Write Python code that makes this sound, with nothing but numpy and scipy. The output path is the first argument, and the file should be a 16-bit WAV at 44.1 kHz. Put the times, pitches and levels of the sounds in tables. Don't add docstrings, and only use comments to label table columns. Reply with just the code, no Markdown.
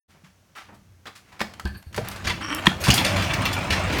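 import sys
import numpy as np
from scipy import signal
from scipy.fft import rfft, irfft, next_fast_len
from scipy.io import wavfile
from scipy.ndimage import uniform_filter1d, map_coordinates

SR = 44100
rng = np.random.default_rng(int(sys.argv[2]) if len(sys.argv) > 2 else 0)


def file_out(sig):
    cols = np.atleast_2d(sig).T
    lim = np.clip(cols, -1, 1)
    pcm = np.round(lim * 32767).astype(np.int16)
    wavfile.write(sys.argv[1], SR, pcm)


N = 176400
T = np.arange(N) / SR
AGE = np.arange(SR // 2) / SR

# f/Hz, width/Hz, level/dB
TRACK_MODES = [(716, 11, -8), (967, 30, -1.5), (1783, 30, -13), (2323, 35, 0.5), (2730, 66, -5),
               (3080, 11, 2), (3440, 33, -0.5), (4150, 16, 3), (4400, 32, -11.5), (5260, 45, -8),
               (5400, 24, -4), (6300, 15, -8), (9380, 66, -20.5)]


def rollers():
    # t/s, level/dB
    loudness = [(1.0, -71.5), (1.5, -51.5), (1.9, -63.5), (2.03, -45.5), (2.2, -40), (2.38, -39.5),
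                (2.58, -37.5), (2.7, -32.5), (2.78, -40.5), (2.84, -33.5), (2.9, -26), (3.1, -28.5),
                (3.3, -29.5), (3.39, -28.5), (3.5, -27.5), (3.65, -30), (3.8, -27.5), (4.0, -26.5)]
    # f/Hz, level/dB
    spectrum = [(120, -17), (250, 3.5), (340, 0.5), (430, -2.5), (580, 3.5), (1050, -0.5), (1400, -0.5),
                (2000, -3), (2500, -2.5), (3300, -10), (4800, -15.5), (6500, -19), (7700, -22.5),
                (9000, -26.5), (12000, -43), (17500, -54)]
    level_db = curve(loudness) + 0.59 * wobble(35)
    bumps = contacts(N, rate=400, spread_db=2.5)
    clatter = coloured(shimmer(sheet(bumps, t60=0.043)), spectrum)
    ringing = resonate(coloured(noise(N), spectrum), TRACK_MODES)
    ringing_db = -10 + 0.85 * (level_db - level_db.max())
    return amp(level_db) * (clatter + amp(ringing_db) * ringing)


def panels():
    # t/s, level/dB
    loudness = [(.08, -61), (.5, -64.5), (.8, -55), (1.03, -65.5), (1.35, -57), (1.55, -52.5),
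                (1.75, -40.5), (1.83, -63), (1.93, -44.5), (2.0, -38.5), (2.2, -42.5), (2.3, -30),
                (2.45, -41.5), (2.8, -36), (2.92, -29.5), (3.28, -26.5), (3.42, -28.5), (3.65, -31.5),
                (4.0, -27)]
    # f/Hz, level/dB
    spectrum = [(15, -70), (27, -44), (42, -3.5), (62, 2), (90, 0.5), (125, -0.5), (190, -6.5), (250, -12),
                (400, -16.5), (880, -43)]
    # f/Hz, width/Hz, level/dB
    modes = [(95.1, 3.9, 1), (193.8, 14.6, -8), (334, 22, -20)]
    level_db = curve(loudness) + 1.1 * wobble(10)
    rumble = amp(-3) * coloured(noise(N), spectrum)
    boom = amp(-2) * resonate(noise(N), modes)
    return amp(level_db) * (rumble + boom)


def rattles():
    # t/s, level/dB, rise/s, fade/s, treble tilt/(dB per octave), ringing offset/dB
    shakes = [(2.237, -30, 0.015, 0.22, -2, -25), (2.268, -18.5, 0.0055, 0.13, -1, -2),
              (2.296, -21, 0.0057, 0.12, -2.5, 2), (2.798, -34, 0.02, 0.19, 9, -11),
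              (2.837, -21, 0.0028, 0.38, 3, 0), (2.901, -14, 0.0025, 0.088, 1.5, 12),
              (2.937, -20.5, 0.0026, 0.21, 9.5, -6), (2.976, -19, 0.0026, 0.17, -0.5, 6),
              (3.044, -19.5, 0.0055, 0.27, 0.5, -7), (3.158, -24, 0.0056, 0.32, -1, -10),
              (3.221, -25, 0.0044, 0.28, -1, -5.5), (3.29, -27.5, 0.019, 0.21, -3, 3),
              (3.333, -22, 0.0052, 0.079, 1, -2), (3.419, -27, 0.0035, 0.043, 0, 2),
              (3.451, -19, 0.0027, 0.14, -2, 3.5), (3.526, -23.5, 0.0044, 0.1, 3, 2.5),
              (3.702, -19, 0.0035, 0.19, -1, 2), (3.722, -21, 0.0054, 0.17, -0.5, -3),
              (3.79, -32.5, .003, .06, 3.5, -4), (3.922, -31.5, 0.005, 0.33, 2, -12),
              (3.98, -26.5, 0.005, .15, -0.5, -13)]
    # f/Hz, level/dB
    spectrum = [(100, -9), (350, -6.5), (700, -10.5), (1100, -4), (1900, 0.5), (2800, -1), (4200, -4.5),
                (6700, -10.5), (7800, -17), (9400, -15), (10500, -23.5), (12000, -19), (17000, -38.5)]
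    out = np.zeros(N)
    for s, db, rise, t60, tilt_db, ring_db in shakes:
        hits = contacts(len(AGE), rate=1600, spread_db=4.5)
        chatter = coloured(shimmer(sheet(hits, t60=0.011)), spectrum, tilt_db)
        ringing = amp(ring_db - 3.5) * resonate(chatter, TRACK_MODES)
        add(out, s, amp(db) * burst(rise, t60) * unit(chatter + ringing))
    return out


def thumps():
    # t/s, level/dB, f/Hz, fade/s
    thuds = [(.235, -43.5, 183.7, 0.16), (.69, -54, 210, 0.36), (.89, -46, 89.8, 1),
             (1.406, -31, 209, 0.24), (1.414, -34, 328, 0.13), (1.406, -38, 70, 0.18),
             (1.649, -17, 71.8, 0.16), (1.651, -26, 193, 0.12), (1.653, -30, 358, 0.061),
             (1.866, -30.5, 78.5, 0.14), (1.98, -23.5, 476, 0.11), (1.98, -26, 640, 0.18),
             (1.985, -26.5, 122.5, 0.2), (1.982, -28, 215, 0.14), (2.25, -24, 67.8, 0.23),
             (2.671, -5.5, 196.4, 0.043), (2.671, -11, 338, 0.034), (2.67, -18.5, 87, 0.079),
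             (2.882, -6.5, 124, 0.11), (2.89, -9.5, 238, 0.038), (2.892, -12.5, 67.5, 0.13),
             (3.715, -19, 91.8, 0.39), (3.932, -24, 58.5, 0.26)]
    out = np.zeros(N)
    for s, db, hz, t60 in thuds:
        pitch = hz * (1 + 0.099 * wobble(125)[:len(AGE)])
        add(out, s, amp(db) * burst(0.0036, t60) * sine(pitch))
    return signal.sosfilt(signal.butter(2, 38, "high", fs=SR, output="sos"), out)


def bang():
    # f/Hz, width/Hz, level/dB
    modes = [(984, 94, -1.5), (1830, 110, 1.5), (2400, 140, -5.5), (2640, 130, -3.5), (3360, 250, -1.5),
             (5700, 1000, -15)]
    # f/Hz, gain/dB
    dulling = [(3600, 6.5), (4500, -10), (17000, -5)]
    shape = burst(rise=0.00016, t60=0.009, hold=0.0038)
    steel = coloured(resonate(noise(), modes), dulling)
    out = np.zeros(N)
    add(out, 2.6678, amp(-5) * shaped(steel, shape))
    return out


def scrape():
    # t/s, level/dB
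    loudness = [(2.405, -55), (2.411, -28), (2.432, -33.5), (2.47, -35), (2.52, -26), (2.565, -31),
                (2.592, -30.5), (2.612, -57), (2.632, -35), (2.665, -43)]
    # f/Hz, width/Hz, level/dB
    modes = [(300, 31, 2), (1157, 110, 1.5), (1455, 140, -2.5), (1830, 150, -3), (2320, 100, -3.5),
             (2650, 66, -3.5), (2850, 110, -5.5), (3134, 110, -2), (4610, 90, -17), (7800, 300, -26),
             (8770, 300, -25), (9900, 300, -28)]
    slip_hz = 291.5 * (1 + 0.25 * wobble(200))
    slip_count = np.floor(np.cumsum(slip_hz) / SR)
    slips = np.diff(slip_count, prepend=0) * amp(4.5 * wobble(300))
    friction = unit(slips) + 0.58 * noise(N)
    out = amp(curve(loudness, outside=-np.inf)) * resonate(friction, modes)

    start, end = 2.412, 2.557
    arch = np.sin(np.pi * np.minimum(AGE / (end - start), 1))
    pitch = 5480 + 170 * arch + 165 * wobble(900)[:len(AGE)]
    flutter = amp(4.2 * wobble(247)[:len(AGE)])
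    shape = burst(rise=0.031, t60=0.11, hold=end - start - 0.028)
    add(out, start, amp(-42) * shape * unit(flutter * sine(pitch)))
    return out


def pings():
    # t/s, level/dB, f/Hz, fade/s
    strikes = [(1.596, -31.5, 1370, 0.05), (1.653, -34.5, 4660, 0.024), (2.668, -14, 1075, 0.021),
               (2.868, -21.5, 1036, 0.1), (3.052, -25, 2350, 0.072), (3.456, -25, 2100, .05),
               (3.706, -26, 2740, .07), (2.903, -10, 2890, 0.048), (2.904, -19, 6500, 0.059),
               (2.911, -17.5, 4900, 0.074), (2.977, -18, 3370, .09), (3.127, -42, 9300, .04),
               (3.222, -41, 11500, 0.027), (3.337, -33.5, 7900, .04), (3.338, -36, 15300, .04),
               (3.419, -35, 8800, 0.044), (3.453, -33, 13300, .06), (3.589, -39, 8400, 0.041),
               (3.642, -43, 8200, .06), (3.838, -38, 8000, .04), (3.984, -38, 13000, .05)]
    out = np.zeros(N)
    for s, db, hz, t60 in strikes:
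        add(out, s, amp(db) * ring(hz, width=0.077 * hz, rise=0.00049, t60=t60))
    return out


def handle():
    # t/s, level/dB, fade/s, treble tilt/(dB per octave)
    clicks = [(1.537, -37, 0.03, 1.5), (1.597, -30, 0.026, 1.5), (1.654, -35, 0.016, 3),
              (1.674, -40, 0.031, 3.5), (1.826, -43.5, 0.022, 3), (1.928, -45.5, 0.11, 2),
              (1.9445, -32, 0.068, 0.5), (1.962, -33.5, 0.13, 5), (1.978, -21, 0.048, -4),
              (2.047, -37, 0.24, -1), (2.073, -35, 0.2, -2.5), (2.086, -24.5, 0.011, 11),
              (2.114, -34.5, 0.1, 2.5), (2.16, -35, 0.096, 1), (2.5478, -23, 0.012, 12.5),
              (2.657, -22.5, 0.14, 0.5), (2.668, -19, 0.011, 3), (2.8793, -16, 0.0058, -0.5),
              (2.884, -15.5, 0.02, 0.5), (2.8887, -12.5, 0.018, -2), (2.893, -14.5, .012, -2)]
    # f/Hz, level/dB
    spectrum = [(100, -16), (400, -8.5), (700, -1), (1500, 1), (2500, -2.5), (4400, -8), (6500, -13),
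                (12000, -21.5), (17000, -36)]
    # t/s, level/dB, rise/s, fade/s, treble tilt/(dB per octave)
    taps = [(1.654, -30.5, 0.0012, 0.12, -3), (1.678, -45, .002, 0.13, 2), (1.737, -43.5, 0.017, 0.13, 1),
            (1.768, -50, .006, 0.12, 15), (1.851, -59, 0.02, 0.29, 8)]
    # f/Hz, width/Hz, level/dB
    modes = [(630, 160, -13), (1060, 150, -11), (1605, 79, 1), (1750, 68, -1), (2520, 350, -15),
             (4440, 420, -11), (4660, 260, -12), (8750, 660, -30), (12400, 700, -33)]
    out = np.zeros(N)
    for s, db, t60, tilt_db in clicks:
        add(out, s, amp(db) * burst(0.00064, t60) * coloured(noise(), spectrum, tilt_db))
    for s, db, rise, t60, tilt_db in taps:
        tilted = [(hz, width, level + tilt_db * np.log2(hz)) for hz, width, level in modes]
        add(out, s, amp(db) * burst(rise, t60) * resonate(noise(), tilted))
    return out


def steps():
    # t/s, level/dB, rise/s, fade/s, treble tilt/(dB per octave)
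    scuffs = [(.088, -59, 0.019, 0.47, 3.5), (.14, -53.5, 0.0088, 0.18, -10), (.235, -52, 0.012, 0.21, 3),
              (.551, -44, 0.0032, 0.2, 0), (.572, -41, 0.0076, 0.33, 1), (.684, -44.5, 0.0049, 0.16, -8.5),
              (.715, -50, 0.012, 0.24, -7), (.74, -58.5, 0.0065, 0.14, 9), (1.055, -38, 0.0009, 0.09, -1),
              (1.069, -35, 0.0016, 0.12, -0.5), (1.15, -44, 0.01, 0.16, 6), (1.249, -58.5, 0.038, 0.43, 3),
              (1.318, -50, 0.0071, 0.31, 0.5), (1.392, -36, 0.0027, 0.19, 2.5),
              (1.404, -21, 0.0018, 0.054, -0.3), (1.414, -16, 0.00058, 0.026, -2.5)]
    # f/Hz, level/dB
    spectrum = [(60, -16), (200, -2), (450, -5), (700, 0.5), (1000, 3.5), (1900, 2.5), (3500, -5.5),
                (6000, -13), (11000, -24.5), (17000, -37)]
    # t/s, level/dB, f/Hz, width/Hz, rise/s, fade/s
    heels = [(.553, -41, 1410, 600, 0.011, 0.23), (1.055, -45, 1240, 700, 0.0025, 0.27),
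             (1.066, -39.5, 3400, 700, 0.0038, .05), (1.319, -49, 950, 400, .003, 0.19),
             (1.414, -21, 1880, 690, 0.00054, 0.042)]
    out = np.zeros(N)
    for s, db, rise, t60, tilt_db in scuffs:
        grit = contacts(len(AGE), rate=1200, spread_db=4)
        add(out, s, amp(db) * burst(rise, t60) * coloured(grit, spectrum, tilt_db))
    for s, db, hz, width, rise, t60 in heels:
        add(out, s, amp(db) * ring(hz, width, rise, t60))
    return out


def garage(x):
    # f/Hz, fade/s
    fades = [(100, 0.4), (800, 0.27), (2500, 0.27), (6000, 0.39), (14000, 0.31)]
    hz, t, bands = signal.stft(noise(), SR, nperseg=256)
    decay = amp(-60 * t / along(fades, hz)[:, None])
    tail = signal.istft(bands * decay, SR, nperseg=256)[1][:len(AGE)]
    tail *= np.minimum(AGE / 0.0097, 1)
    return signal.fftconvolve(x, tail / np.linalg.norm(tail))[:N]


def air():
    # f/Hz, level/dB
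    spectrum = [(15, -46), (30, -28), (50, -13), (100, 1), (300, 3), (1000, -0.5), (4800, -7.5),
                (6000, -4.5), (7400, -10), (17000, -16)]
    return amp(-65) * coloured(noise(N), spectrum)


def contacts(size, rate, spread_db):
    hits = (rng.random(size) < rate / SR) * rng.choice([-1, 1], size)
    strength = amp(spread_db * np.clip(noise(size), -2, 2))
    return unit(unit(hits * strength) + noise(size))


def sheet(x, t60):
    power = signal.fftconvolve(x ** 2, burst(0.00043, t60)[:SR // 8] ** 2)[:len(x)]
    return unit(np.sqrt(np.abs(power)) * noise(len(x)))


def shimmer(x, patchy_db=3):
    bands = signal.stft(x, nperseg=1024)[2]
    patches = uniform_filter1d(noise(bands.shape), size=4, axis=0)
    patches = uniform_filter1d(patches, size=5, axis=1)
    return unit(signal.istft(bands * amp(patchy_db * unit(patches)), nperseg=1024)[1][:len(x)])


def ring(hz, width, rise, t60):
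    return shaped(resonate(noise(), [(hz, width, 0)]), burst(rise, t60))


def resonate(x, modes):
    def response(f):
        return sum((-1) ** k * amp(db) * 1j * f * width / (hz * hz - f * f + 1j * f * width)
                   for k, (hz, width, db) in enumerate(modes))
    return unit(filtered(x, response))


def coloured(x, spectrum, tilt_db=0):
    return unit(filtered(x, lambda f: amp(along(spectrum, f) + tilt_db * np.log2(1 + f / 300))))


def filtered(x, response):
    size = next_fast_len(len(x) + 8192)
    return irfft(rfft(x, size) * response(np.fft.rfftfreq(size, 1 / SR)), size)[:len(x)]


def burst(rise, t60, hold=0):
    return np.minimum(AGE / rise, 1) * amp(-60 * np.maximum(AGE - rise - hold, 0) / t60)


def shaped(x, shape):
    sound = shape * x
    return sound * np.linalg.norm(shape) / np.linalg.norm(sound)


def sine(pitch):
    return np.sin(2 * np.pi * np.cumsum(pitch) / SR)


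def noise(size=len(AGE)):
    return rng.standard_normal(size)


def wobble(rate):
    return map_coordinates(noise(int(4 * rate) + 4), [T * rate], mode="nearest")


def curve(points, outside=None):
    return np.interp(T, *np.transpose(points), left=outside, right=outside)


def along(points, hz):
    f, values = np.transpose(points)
    return np.interp(np.log(hz + 1), np.log(f + 1), values)


def add(track, s, sound):
    part = track[max(round(s * SR), 0):][:len(sound)]
    part += sound[:len(part)]


def amp(db):
    return 10 ** (np.asarray(db) / 20)


def unit(x):
    return x / np.sqrt(np.mean(x ** 2) + 1e-20)


def scene():
    feet, latch, blow, thuds = steps(), handle(), bang(), thumps()
    hinges = rattles() + pings()
    echo = garage(amp(-8.5) * feet + amp(-7.5) * latch + amp(-16) * blow
                  + amp(-14.5) * thuds + amp(-9) * hinges)
    background = echo + air()
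    return (feet + latch + blow + thuds + hinges + scrape() + rollers() + panels() + background)[None]


def record(dry):
    start_s, top_hz = 0.08, 18000
    x = dry[0] * np.clip((T - start_s) / 0.015, 0, 1)
    x = x / (1 + np.abs(x) ** 6) ** (1 / 6)
    return filtered(x, lambda f: f < top_hz)[None]


dry = scene()
out = record(dry)
file_out(out)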